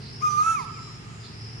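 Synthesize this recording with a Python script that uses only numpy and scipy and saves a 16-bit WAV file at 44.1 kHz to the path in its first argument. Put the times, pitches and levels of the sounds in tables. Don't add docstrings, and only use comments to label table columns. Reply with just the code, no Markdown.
import sys
import numpy as np
from scipy import signal
from scipy.fft import rfft, irfft
from scipy.io import wavfile
from scipy.ndimage import uniform_filter1d

SR = 44100
rng = np.random.default_rng(int(sys.argv[2]) if len(sys.argv) > 2 else 0)


def inscribe(sig):
    pcm = np.round(np.clip(np.atleast_2d(sig).T, -1, 1) * 32767)
    wavfile.write(sys.argv[1], SR, pcm.astype(np.int16))


N = 70560
TIME = np.arange(N) / SR

# (time [s], pitch [Hz])
KOEL_PITCH = [(.206, 850), (.22, 1170), (.234, 1256), (.27, 1229), (.305, 1202), (.335, 1194), (.365, 1201),
              (.4, 1229), (.44, 1278), (.475, 1317), (.503, 1327), (.53, 1310), (.555, 1272), (.58, 1165),
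              (.605, 1020), (.64, 850)]
# (time [s], level [dB], pan [dB])
KOEL_LEVEL = [(0.208, -51, -35), (0.226, -29, 22), (0.241, -19.5, 0.5), (0.259, -19.6, 6),
              (0.289, -22, -16), (0.303, -28, -20), (0.33, -25, -12), (0.359, -25, -4), (0.388, -18.5, -12),
              (0.422, -17.5, 2), (0.436, -27.5, 2), (0.457, -25.5, -15), (0.469, -19, 1),
              (0.49, -19.5, -8.5), (0.527, -21.5, -2), (0.543, -32, -5), (0.554, -21.5, 9),
              (0.564, -31.5, -2), (0.573, -26, -12), (0.579, -28, -7), (0.61, -30.5, -9.5),
              (0.639, -45.5, -2)]
# (time [s], lead [ms])
LEFT_LEAD = [(.425, 0.31), (.468, 0.075), (.53, 0.078), (.56, 0.37)]
# (time [s], phase jitter [rad])
ROUGHNESS = [(.21, 0.61), (.232, 0.01), (.55, 0.069), (.6, 0.29)]
# (time [s], level [dB])
OCTAVE = [(.205, -52), (.22, -42.5), (.25, -60), (.272, -44), (.31, -57), (.35, -63), (.39, -43),
          (.42, -54), (.495, -43), (.555, -47.5), (.595, -44), (.64, -62)]
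# (time [s], gain [dB])
EFFORT = [(.205, -15), (.26, -3), (.52, -2.5), (.64, -9)]
# (multiple of the pitch, base level [dB])
OVERTONES = [(3, -60), (4, -65), (5, -50.5), (6, -57), (7, -71), (8, -67)]
# (time [s], gain [dB])
FLUTTER_DEPTH = [(.22, -13.5), (.41, -13), (.44, -3.5), (.53, -2), (.57, -16.5)]
# (multiple of the pitch, flutter steps up or down, base level [dB])
SIDE_TONES = [(1, -1, -48), (1, 1, -50), (2, -1, -49), (4, 1, -46), (5, -1, -58), (5, 1, -53), (6, -1, -61),
              (6, 1, -59)]
# (centre [Hz], width [Hz], gain [dB])
THROAT = [(5980, 170, 8), (7900, 220, -5), (10500, 420, 11)]
# (frequency [Hz], relative level [dB])
RASP_COLOUR = [(700, -19), (1200, -13), (2300, 1.5), (3500, 1), (5000, -2.5), (6600, 11), (8800, -10),
               (10500, 6), (12000, -19), (14500, 1)]
# (frequency [Hz], pan [dB])
VOICE_PAN = [(2400, -8.5), (5800, 0), (10500, -8)]
# (delay [s], gain [dB], pan [dB])
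TREE_ECHOES = [(0.054, -18.5, -10.5), (.099, -23, -6), (.19, -22, -5.5), (0.301, -27.5, -4.5),
               (.5, -39, -6), (.76, -39, -0.5)]
# (start [s], length [s], base level [dB])
TRILLS = [(-.04, 0.34, -40), (0.592, 0.36, -41.5), (1.2, .43, -41)]
# (share of its length, gain [dB])
TRILL_SWELL = [(.25, -6.5), (.55, -2), (1, -4)]
# (start [s], length [s], first pitch [Hz], last pitch [Hz], wobble [Hz], level [dB])
CHIRPS = [(0, 0.12, 4680, 4170, 390, -46), (0.29, 0.066, 4660, 4520, 303, -47),
          (0.364, 0.057, 4700, 4190, 243, -45.5), (1.227, 0.059, 3870, 4270, 399, -45)]
# (middle [s], length [s], level [dB])
LISPS = [(0.806, 0.42, -58), (1.16, 0.33, -57.5)]
# (frequency [Hz], level [dB])
ENGINE_TONES = [(88, -57.5), (113, -45.5), (136, -49.5), (161, -54)]
# (frequency [Hz], relative level [dB])
RUMBLE_COLOUR = [(25, -5.5), (60, -5), (110, 0.5), (200, -0.5), (300, -10), (430, -6.5), (560, -25),
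                 (900, -22.5)]
# (frequency [Hz], relative level [dB])
HISS_COLOUR = [(560, 5), (900, 6.5), (1500, 5), (2700, 4), (3600, -2), (5000, 1), (7000, -9.5), (8300, -12),
               (10200, -9.5), (11200, -40.5), (15000, -11)]
# (frequency [Hz], pan [dB])
AIR_PAN = [(2000, -1), (7000, -1.5)]
# (frequency [Hz], likeness [0 to 1])
EAR_LIKENESS = [(130, 0.86), (630, 0.78), (1390, 0.28), (14000, 0.089)]

FLUTTER_HZ, AT_PITCH_HZ, FLUTTER_POWER = 330, 1195, 2.2
RASP_DB, FLICKER_DB, JITTER_HZ = -40.5, 3.5, 95
FIRST_GAP_S, LAST_GAP_S = .00803, .034
TRILL_START_HZ, TRILL_END_HZ, SWEEP_HZ, SWEEP_SHARE = 4970, 5320, 820, .75
TRILL_WOBBLE_HZ, WOBBLE_RATE_HZ = 110, 600
WHISTLE_START_S, WHISTLE_S, WHISTLE_HZ, WHISTLE_DB = .8, .135, 4020, -56.5
LISP_HZ, LISP_WOBBLE_HZ = 7030, 370
CHIRP_PAN_DB, WHISTLE_PAN_DB, LISP_PAN_DB = -8.5, 7, 20
ECHO_CUT_HZ, ECHO_SMEAR_S, ECHO_SMEAR_DB = 2040, 0.0036, -2.5
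ECHO_OVERTONE_DB = 7.5
KOEL_RING_DB, TRILL_RING_DB, CHIRP_RING_DB = -16.5, 1, -0.5
LOW_RING_S, HIGH_RING_S, RING_SPLIT_HZ = 2.1, 0.79, 1580
RUMBLE_DB, HISS_DB, NOISE_LEAD_S = -45, -49.5, .00036
CUTOFF_HZ = 15300


def koel():
    pitch = uniform_filter1d(in_time(KOEL_PITCH)[0], size=500)
    phase = phase_of(pitch) + in_time(ROUGHNESS)[0] * drift(JITTER_HZ)
    flutter_hz = FLUTTER_HZ * (pitch / AT_PITCH_HZ) ** FLUTTER_POWER
    flutter_phase = phase_of(flutter_hz)
    effort_db, depth_db = in_time(EFFORT)[0], in_time(FLUTTER_DEPTH)[0]
    start, end = KOEL_LEVEL[0][0], KOEL_LEVEL[-1][0] + 0.014
    gate = np.clip(np.minimum(TIME - start, end - TIME) / 0.0029, 0, 1)

    overtones = voice_tone(2 * pitch, 2 * phase, in_time(OCTAVE)[0])
    for multiple, db in OVERTONES:
        overtones += voice_tone(multiple * pitch, multiple * phase, db + effort_db)
    for multiple, step, db in SIDE_TONES:
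        side_hz = multiple * pitch + step * flutter_hz
        overtones += voice_tone(side_hz, multiple * phase + step * flutter_phase, db + depth_db)
    rasp = from_db(RASP_DB + (effort_db + depth_db) / 2) * noise(RASP_COLOUR, VOICE_PAN)
    edge = gate * (overtones + rasp)

    level_db, pan_db = in_time(KOEL_LEVEL)
    strength = np.sqrt(2) * gate * from_db(level_db)
    ear_shift = np.pi * pitch * in_time(LEFT_LEAD)[0] / 1000 * np.array([[1], [-1]])
    direct = strength * np.sin(phase + ear_shift) * panned(pan_db) + edge
    whistle = strength * np.sin(phase)
    echoes = tree_echoes(whistle + from_db(ECHO_OVERTONE_DB) * edge[1])
    return direct + echoes + from_db(KOEL_RING_DB) * grove(whistle + edge[1])


def voice_tone(hz, phase, db):
    throat_db = sum(gain * np.exp(-((hz - centre) / width) ** 2) for centre, width, gain in THROAT)
    flicker_db = FLICKER_DB * np.array([drift(20), drift(15.5)])
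    tone = np.sqrt(2) * np.sin(phase + rng.uniform(0, np.pi / 2, (2, 1)))
    return from_db(db + throat_db + flicker_db) * panned(at_hz(VOICE_PAN, hz)) * tone


def trills():
    song = np.zeros(N)
    wobble_hz = TRILL_WOBBLE_HZ * drift(WOBBLE_RATE_HZ)
    for start, run_s, db in TRILLS:
        onset = start
        while onset < start + run_s:
            along = (onset - start) / run_s
            gap = FIRST_GAP_S * (LAST_GAP_S / FIRST_GAP_S) ** along * rng.uniform(.984, 1.016)
            length = gap * SWEEP_SHARE
            centre_hz = TRILL_START_HZ + (TRILL_END_HZ - TRILL_START_HZ) * along
            hz = centre_hz + wobble_hz + SWEEP_HZ * (.5 - np.clip((TIME - onset) / length, 0, 1))
            level_db = db + np.interp(along, *np.transpose(TRILL_SWELL)) + rng.normal(0, 1.5)
            song += from_db(level_db) * arch(onset, length) * np.sin(phase_of(hz))
            onset += gap
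    leaves = rng.standard_normal((2, N)) * np.exp(-TIME / 0.012)
    return from_db(-2) * song + scatter(song, leaves) + from_db(TRILL_RING_DB) * grove(song)


def chirps():
    calls, lisps = np.zeros((2, N))
    for start, length, first_hz, last_hz, wobble_hz, db in CHIRPS:
        glide_hz = np.interp(TIME, [start, start + length], [first_hz, last_hz])
        hz = glide_hz + wobble_hz * drift(WOBBLE_RATE_HZ)
        calls += from_db(db) * arch(start, length) * np.sin(phase_of(hz))
    swell = np.sqrt(arch(WHISTLE_START_S, WHISTLE_S).clip(0))
    whistle = from_db(WHISTLE_DB) * swell * np.sin(2 * np.pi * WHISTLE_HZ * TIME)
    for middle, length, db in LISPS:
        hz = LISP_HZ + LISP_WOBBLE_HZ * drift(WOBBLE_RATE_HZ)
        lisps += from_db(db) * arch(middle - length / 2, length) * np.sin(phase_of(hz))
    direct = calls * panned(CHIRP_PAN_DB) + whistle * panned(WHISTLE_PAN_DB)
    direct += lisps * panned(LISP_PAN_DB)
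    return direct + from_db(CHIRP_RING_DB) * grove(calls + whistle + lisps)


def tree_echoes(x):
    echoes, dull = np.zeros((2, N)), filtered(x, ECHO_CUT_HZ, "low")
    for delay, db, pan_db in TREE_ECHOES:
        treetop = rng.standard_normal((2, N)) * np.exp(-TIME / ECHO_SMEAR_S)
        late = np.interp(TIME - delay, TIME, dull, left=0)
        smear = from_db(ECHO_SMEAR_DB) * scatter(late, treetop)
        echoes += from_db(db) * panned(pan_db) * (late + smear)
    return echoes


def grove(x):
    white = rng.standard_normal((2, N))
    low = 0.56 * filtered(white, RING_SPLIT_HZ, "low") * from_db(-60 * TIME / LOW_RING_S)
    high = filtered(white, RING_SPLIT_HZ, "high") * from_db(-60 * TIME / HIGH_RING_S)
    return scatter(x, low + high)


def engine(waver_db=2.5, wander_rad=0.68):
    drone = np.zeros(N)
    for hz, db in ENGINE_TONES:
        strength = np.sqrt(2) * from_db(db + waver_db * drift(3.5))
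        phase = 2 * np.pi * (hz * TIME + rng.random()) + wander_rad * drift(2.5)
        drone += strength * np.sin(phase)
    return drone


def open_air():
    rumble = from_db(RUMBLE_DB) * noise(RUMBLE_COLOUR, AIR_PAN)
    return rumble + from_db(HISS_DB) * noise(HISS_COLOUR, AIR_PAN)


def noise(colour, pan):
    hz = np.arange(N // 2 + 1) * SR / N
    shared, *own = rfft(rng.standard_normal((3, N)))
    alike = np.clip(at_hz(EAR_LIKENESS, hz), 0, 1)
    lead = np.exp(1j * np.pi * hz * NOISE_LEAD_S * np.array([[1], [-1]]))
    ears = np.sqrt(alike) * shared * lead + np.sqrt(1 - alike) * np.array(own)
    lowest_hz, highest_hz = colour[0][0], colour[-1][0]
    fade_ends = 1 / (1 + (hz / highest_hz) ** 8) / (1 + (lowest_hz / (hz + 1)) ** 8)
    gain = from_db(at_hz(colour, hz)) * fade_ends * panned(at_hz(pan, hz))
    return unit_strength(irfft(gain * ears, N))


def scatter(x, tail):
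    tail = tail / np.sqrt(np.sum(tail ** 2, axis=1, keepdims=True))
    return signal.fftconvolve(np.atleast_2d(x), tail, axes=1)[:, :N]


def drift(rate_hz):
    r = np.exp(-2 * np.pi * rate_hz / SR)
    return unit_strength(signal.lfilter([1], [1, -2 * r, r * r], rng.standard_normal(2 * N))[N:])


def filtered(x, hz, side):
    return signal.sosfilt(signal.butter(2, hz, side, fs=SR, output="sos"), x)


def arch(start, length):
    return np.sin(np.pi * np.clip((TIME - start) / length, 0, 1))


def phase_of(hz):
    return 2 * np.pi * np.cumsum(hz) / SR


def panned(pan_db):
    return np.sqrt(2 / (1 + from_db(np.array([[-2], [2]]) * pan_db)))


def in_time(rows):
    times, *columns = np.transpose(rows)
    return [np.interp(TIME, times, column) for column in columns]


def at_hz(rows, hz):
    frequencies, values = np.transpose(rows)
    return np.interp(np.log(hz + 1), np.log(frequencies), values)


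def from_db(db):
    return 10 ** (np.asarray(db) / 20)


def unit_strength(x):
    return x / np.sqrt(np.mean(x ** 2) + 1e-20)


def scene():
    return koel() + trills() + chirps() + engine() + open_air()


def record(dry):
    return signal.sosfilt(signal.cheby2(12, 70, CUTOFF_HZ, fs=SR, output="sos"), dry)


dry = scene()
out = record(dry)
inscribe(out)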